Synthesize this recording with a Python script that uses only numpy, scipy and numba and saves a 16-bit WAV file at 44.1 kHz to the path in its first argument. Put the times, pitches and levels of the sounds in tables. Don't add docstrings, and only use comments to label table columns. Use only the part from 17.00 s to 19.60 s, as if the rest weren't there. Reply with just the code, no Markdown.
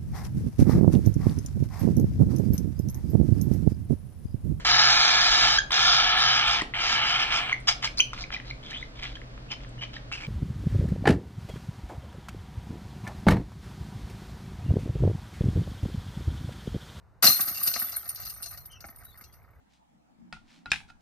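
import sys
import numpy as np
from scipy import signal
from scipy.fft import rfft, irfft
from scipy.io import wavfile
from scipy.ndimage import uniform_filter1d
from numba import njit

SR = 44100
rng = np.random.default_rng(int(sys.argv[2]) if len(sys.argv) > 2 else 0)


def decibels_to_gain(level_db):
    exponent = np.asarray(level_db, float) / 20
    return 10 ** exponent


def wav_out(sig):
    wavfile.write(sys.argv[1], SR, np.round(np.clip(np.atleast_2d(sig).T, -1, 1) * 32767).astype(np.int16))


N = 114660
CRASH_S = 0.224

# pitch_hz [Hz], left_over_right_db [dB], right_leads_rad [rad], scatter_rad [rad]
PORTS = [(900, 0.5, 0.64, 0.3), (2500, 0, -1.9, 0.1), (2790, 0.5, 2.1, 2.1), (3400, 7, -8, 1),
         (4160, 9, -1, 1.1), (6010, 8.5, -1.16, 0.89), (9430, -2.5, -5, 1.4), (11600, 0, -1.77, 0.2),
         (17000, 0, 0, .5)]
# pitch_hz [Hz], level_db [dB], fade_60db_s [s]
POLE_TONES = [(4180, -2, 0.15), (4420, 2.5, 0.015), (4627, -0.5, 0.057), (4844, 7.5, 0.014),
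              (4967, -1.5, 0.051), (5540, -10.5, 0.1), (5570, -5, 0.058), (5950, -7, 0.2),
              (6490, -4, 0.074), (2760, -9, 0.086)]
# pitch_hz [Hz], level_db [dB], fade_60db_s [s]
TRAY_TONES = [(230, -10.5, .05), (357, -17.5, 0.031), (669.7, -3.5, 0.031), (778.7, -14.5, 0.089),
              (1186, -13, 0.056), (1286, -3.5, 0.045), (1484.5, 2, 0.02), (1858, -3, 0.027),
              (2044, -6.5, 0.04), (2207, -4.5, 0.014)]


def read(table, hz, column=1):
    table = np.array(table, float)
    return np.interp(np.log(hz), np.log(table[:, 0]), table[:, column])


def walk(rate):
    hold = int(SR / rate)
    steps = rng.standard_normal(size=2000)[np.arange(N) // hold]
    return 0.98 * uniform_filter1d(uniform_filter1d(steps, hold), hold)


def noise(colour, db, width):
    hz = np.maximum(np.arange(N // 2 + 1) * SR / N, 1)
    spectrum = rfft(rng.standard_normal((2, N))) * decibels_to_gain(read(colour, hz))
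    mid, side = irfft(spectrum, N)
    return decibels_to_gain(db) / np.std(mid) * (mid + width * side * np.array([[1], [-1]]))


def outdoors():
    # pitch_hz [Hz], level_db [dB per Hz]
    air_colour = [(88, -49.5), (150, -1), (226, -15), (275, -12), (689, -12.5), (960, -11.5), (1600, -17.5),
                  (2600, -31.5), (16000, -45.5)]
    # pitch_hz [Hz], level_db [dB per Hz]
    wind_colour = [(12, -42), (20, -12.5), (39, -1), (59, 7), (112, 3.5), (220, -19), (290, -39.5),
                   (480, -120)]
    # time_s [s], gust_db [dB]
    gusts = [(0, -63), (.5, -60.5), (0.951, -61.5), (1.15, -60), (1.35, -58.5), (1.62, -58), (1.75, -59),
             (2.6, -62)]
    time_s, gust_db = np.array(gusts).T
    gust = np.interp(np.arange(N) / SR, time_s, gust_db - gust_db.mean())
    hush = noise(air_colour, -66.5, width=0.4) * decibels_to_gain(0.5 * walk(12))
    wind = noise(wind_colour, -58.5, width=0.85) * decibels_to_gain(gust + 3 * walk(16))
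    return hush + wind


@njit
def ring(start, hz, t60, left, right, rise, n, sr):
    out = np.zeros((2, n))
    for k in range(len(start)):
        turn = np.exp(2j * np.pi * hz[k] / sr - np.log(1000.) / (t60[k] * sr))
        tone = 1. + 0j
        rise_step = np.exp(-1 / (rise[k] * sr))
        unrisen = 1.
        for i in range(start[k], min(n, start[k] + int(.8 * t60[k] * sr))):
            out[0, i] += (left[k] * tone).imag * (1 - unrisen) ** 2
            out[1, i] += (right[k] * tone).imag * (1 - unrisen) ** 2
            tone *= turn
            unrisen *= rise_step
    return out


def strike(s, hz, t60, db):
    s, hz, t60, db = (np.ravel(v) * 1. for v in np.broadcast_arrays(s, hz, t60, db))
    tilt = read(PORTS, hz) / 2
    phase = read(PORTS, hz, column=2) + read(PORTS, hz, column=3) * rng.standard_normal(len(s))
    start = np.clip(s * SR, 0, N).astype(np.int64)
    left = decibels_to_gain(db + tilt) + 0j
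    right = decibels_to_gain(db - tilt) * np.exp(1j * phase)
    rise_s = 0.00011 + 0.77 / hz
    return ring(start, np.clip(hz, 20, SR / 2.2), np.maximum(t60, 1e-3), left, right, rise_s, N, 1. * SR)


def burst(s, db, length_s, count):
    u = rng.random((len(s), count)) ** 2
    u[:, 0] = 0
    times = s[:, None] + u * length_s
    levels = db[:, None] - 12 * u - 5 * np.exp(-u / 0.12)
    return times.ravel(), levels.ravel()


def body(s, db, tones, detune, first_db=0.):
    hz, tone_db, t60 = np.array(tones).T
    chance = rng.standard_normal(size=(len(s), 2, len(hz)))
    db = db[:, None] + tone_db + 5 * chance[:, 1]
    db[:, 0] += first_db
    return strike(s[:, None], hz * (1 + detune * chance[:, 0]), t60, db)


def crack(s, db, count):
    # pitch_hz [Hz], level_db [dB]
    crack_colour = [(150, -22), (1290, -19), (2400, -14.5), (5000, -11.5), (7000, -14), (9500, -11),
                    (12500, -12), (15500, -21)]
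    hz = 150 * 105 ** rng.random((len(s), count)) ** .5
    hz = np.minimum(hz, 15900)
    level = db[:, None] + read(crack_colour, hz) + 10 * np.log10(hz / 1000)
    return strike(s[:, None], hz, 20 / hz + 0.024, level)


def crash():
    length_s, fade_60db_s = 0.06, 0.067
    late = rng.exponential(size=300) * length_s
    db = -31 - 60 * np.maximum(late - length_s, 0) / fade_60db_s
    return crack(CRASH_S + late, db, count=12)


def swing(rate, count):
    # time_s [s], level_db [dB]
    swing_level = [(.23, -23), (.3, -25.5), (0.421, -34.5), (.6, -41), (.7, -32.5), (.9, -43), (1.1, -50),
                   (1.4, -50), (1.55, -48.5), (1.66, -66), (1.78, -73), (1.9, -61), (2.099, -62),
                   (2.55, -80.5)]
    thins_s = 0.7
    time_s, level_db = np.array(swing_level).T
    gap, size = rng.exponential(size=(count, 2)).T
    s = CRASH_S + thins_s * np.expm1(np.cumsum(gap) / rate / thins_s)
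    clump_db = 4 * walk(59.95)[np.minimum(s * SR, N - 1).astype(int)]
    return s, np.interp(s, time_s, level_db) + clump_db + 3.5 * np.minimum(size, 3)


def shaken_cage():
    s, db = swing(500, count=700)
    pole = body(s, db - 26.5, POLE_TONES, detune=0.027)
    tray = body(s, 0.35 * db - 39, TRAY_TONES, detune=0.033)
    return pole + tray


def links(s, db, low_db):
    link_pitch = [9280, 11800, 12860, 13780, 14720, 8150]
    # spread_between_links_hz [Hz], level_db [dB], fade_60db_s [s]
    link_tones = [(173, -4, 0.035), (103, 2, 0.066), (132.5, -7, 0.14), (148.7, -11, 0.089),
                  (199, -13, 0.057), (250, -32, 0.1)]
    hz = np.array(link_pitch)
    spread, tone_db, t60 = np.array(link_tones).T
    chance = rng.standard_normal(size=(len(s), 4, len(hz)))
    tune, far, weight, damp = np.swapaxes(chance, 0, 1)
    db = db[:, None] + tone_db + 4 * weight + np.outer(low_db, hz < 1e4)
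    hz = hz + spread * tune * np.abs(far)
    return strike(s[:, None], hz, t60 * decibels_to_gain(5 * np.clip(damp, -2, 1.5)), db)


def rattle():
    s, db = swing(1700, count=1800)
    return links(s, db - 11.5, 0 * s) + crack(s, db - 12, count=5)


def tray_knocks():
    # start_s [s], peak_db [dB], thump_db [dB]
    tray_hits = [(0.226, -12, -24), (0.235, -12.5, -19), (0.246, -15, -18.5), (0.262, -20, -27),
                 (0.278, -21.5, -8), (0.299, -25, -14.5), (0.392, -26, -15), (0.422, -34, -21),
                 (0.472, -32.5, -12.5), (0.445, -38, -25), (0.504, -37, -8.5), (0.529, -57, -11),
                 (0.67, -34.5, -9), (0.737, -46, -13), (0.76, -20.5, -34), (0.768, -51, -33),
                 (0.817, -34, -12.5), (0.87, -41.5, -16), (0.927, -39.5, -20), (0.57, -43.5, -16),
                 (0.613, -34.5, -18.5), (1.25, -48, -30), (1.268, -45, -19), (0.962, -36, -40),
                 (1.419, -41, -32), (1.841, -31, -15.5), (1.854, -43.5, -42), (1.885, -38.5, -16),
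                 (2.035, -50, -15), (2.21, -45, -9), (2.336, -50, -19)]
    s, db, thump_db = np.array(tray_hits).T
    thump_hz = np.array([70, 121.5, 199.4, 305])
    thump_t60 = np.array([0.076, 0.067, 0.058, 0.043])
    thump = strike(s[:, None], thump_hz, thump_t60, (db + thump_db)[:, None] + 6.5)
    s, db = burst(s, db, 0.011, count=4)
    return thump + body(s, db - 6.5, TRAY_TONES, detune=0.04)


def pole_slaps():
    # start_s [s], peak_db [dB], first_tone_db [dB]
    pole_hits = [(0.228, -10.5, -10), (0.242, -1.5, -10), (0.286, -11, 0), (0.344, -24.5, -8),
                 (1.718, -42, -9), (0.2656, 0.5, 6), (0.314, -15.5, 12), (0.4288, -30, -2),
                 (0.4742, -22, 1), (0.546, -22, -11), (0.572, -23.5, -1.5), (0.662, -27.5, -11),
                 (0.671, -9.5, -8), (0.7371, -14.5, 4.5), (0.752, -17, -14), (0.766, -21.5, -18),
                 (0.9207, -24.5, -8), (1.0903, -27.5, -18), (1.1573, -27.5, 0), (1.185, -34.5, 3.5),
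                 (1.222, -26.5, 0), (1.2508, -29.5, 8), (1.2649, -27.5, 1), (1.2973, -28, -8),
                 (1.429, -21, 2), (1.4583, -25.5, -3), (1.547, -50, -10), (1.5741, -34, -0.5),
                 (1.654, -42, -21), (1.805, -35, -4), (1.8453, -39.5, -10.5), (1.885, -43.5, -7),
                 (2.0337, -51.5, -6), (2.1743, -52.5, -12), (2.2108, -43.5, -11), (2.2395, -35, -7),
                 (2.325, -49.5, -14.5), (2.337, -45.5, -9)]
    count = 6
    s, db, first_db = np.array(pole_hits).T
    s, db = burst(s, db, 0.015, count)
    tones = body(s, db - 22.5, POLE_TONES, detune=0.009, first_db=np.repeat(first_db, count))
    return tones + crack(s, db - 17, count=14)


def clinks():
    # start_s [s], peak_db [dB], low_tones_db [dB]
    link_hits = [(0.2498, -8, -13), (0.4838, -16, -16), (0.518, -38, -25), (0.5425, -41, -24),
                 (0.5665, -42, -18), (0.605, -26.5, -11), (0.6245, -19.5, -12), (0.631, -13.5, -9.5),
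                 (0.6494, -23, -23), (0.6624, -17, -14.5), (0.673, -12.5, -6.5), (0.6905, -22, -12.5),
                 (0.806, -28.5, -4.5), (0.823, -19.5, -10), (0.8462, -21, -23), (0.8929, -21.5, -28),
                 (0.9621, -19.5, -5.5), (1.0142, -43, -21), (1.04, -36.5, -3), (1.054, -33, -19),
                 (1.076, -28, -19), (1.09, -20.5, -1.5), (1.1474, -25, -15), (1.2005, -26.5, -32),
                 (1.2507, -24.5, -11.5), (1.2695, -37, -15), (1.2979, -23.5, -9), (1.3379, -34, 0.5),
                 (1.4237, -27, 2.5), (1.4592, -35, 2.5), (1.509, -30.5, -9), (1.5738, -30, -16),
                 (1.6562, -32.5, -11), (1.714, -55, 3), (1.8063, -40, -18), (1.8649, -43, -3.5),
                 (1.8966, -44, -14), (1.9596, -38.5, -12), (1.9824, -45.5, -1), (2.0345, -43, -10),
                 (2.0477, -37, -5.5), (2.1092, -56, -20), (2.1405, -54, -18), (2.174, -38.5, -15),
                 (2.2096, -39, -11), (2.3282, -46, -4.5), (2.3378, -49, -13), (2.4294, -60, -9.5),
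                 (2.5042, -61.5, -24)]
    count = 8
    s, db, low_db = np.array(link_hits).T
    s, db = burst(s, db - 12.5, 0.013, count)
    return links(s, db, np.repeat(low_db + 12, count)) + crack(s, db - 11.5, count=12)


def birds():
    # start_s [s], length_s [s], start_hz [Hz], end_hz [Hz], level_db [dB], octave_db [dB]
    calls = [(.55, .05, 2720, 2745, -46, -25), (.63, .03, 4880, 4855, -42, -30),
             (.86, .04, 3500, 3520, -56, -25), (.97, .06, 3250, 3180, -59, -25),
             (1.7, .075, 3090, 3125, -54, -13), (1.71, .07, 2900, 2880, -60, -2),
             (1.75, .05, 2660, 2640, -64, -12), (2.05, .07, 3890, 3910, -62, -35),
             (2.1, .05, 3630, 3620, -69, -30), (2.12, .04, 4300, 4450, -70, -30),
             (2.25, .09, 3270, 3330, -67, -25)]
    out = np.zeros((2, N))
    t = np.arange(N) / SR
    for s, length_s, start_hz, end_hz, db, octave_db in calls:
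        u = np.clip((t - s) / length_s, 0, 1)
        hz = start_hz + (end_hz - start_hz) * u + 53 * walk(250)
        phase = 2 * np.pi * np.cumsum(hz) / SR
        whistle = np.sin(phase) + decibels_to_gain(octave_db) * np.sin(2 * phase)
        tilt = read(PORTS, start_hz) / 2 * np.array([[1], [-1]])
        out += decibels_to_gain(db + 2.5 + tilt + 4.0 * walk(200)) * np.sin(np.pi * u) ** 0.35 * whistle
    return out


def echoes(near):
    t = np.arange(int(.4 * SR)) / SR
    echo = rng.standard_normal((1, len(t))) * decibels_to_gain(-60 * t / 0.16) * (t > .004)
    echo *= decibels_to_gain(-13) / np.sqrt(np.sum(echo ** 2, axis=1, keepdims=True))
    return signal.fftconvolve(near, echo, axes=1)[:, :N]


def scene():
    air = outdoors()
    basket = crash() + shaken_cage() + tray_knocks() + pole_slaps()
    chains = rattle() + clinks()
    near = basket + chains + birds()
    return air + near + echoes(near)


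def roll_off(x):
    return signal.sosfilt(signal.butter(12, 16360, fs=SR, output="sos"), x)


def record(dry):
    # pitch_hz [Hz], width_hz [Hz], depth_db [dB]
    body_dips = [(3270, 130, -14), (7580, 110, -18), (10780, 330, -24)]
    top_hz, ceiling = 15450, 0.85
    hz = np.arange(N // 2 + 1) * SR / N
    db = sum(depth * np.exp(-((hz - dip_hz) / width) ** 2) for dip_hz, width, depth in body_dips)
    db = db - np.clip((hz - top_hz) / 12, 0, 60)
    heard = irfft(rfft(dry) * decibels_to_gain(db), N)
    return roll_off(ceiling * np.tanh(heard / ceiling))


dry = scene()
out = record(dry)
wav_out(out)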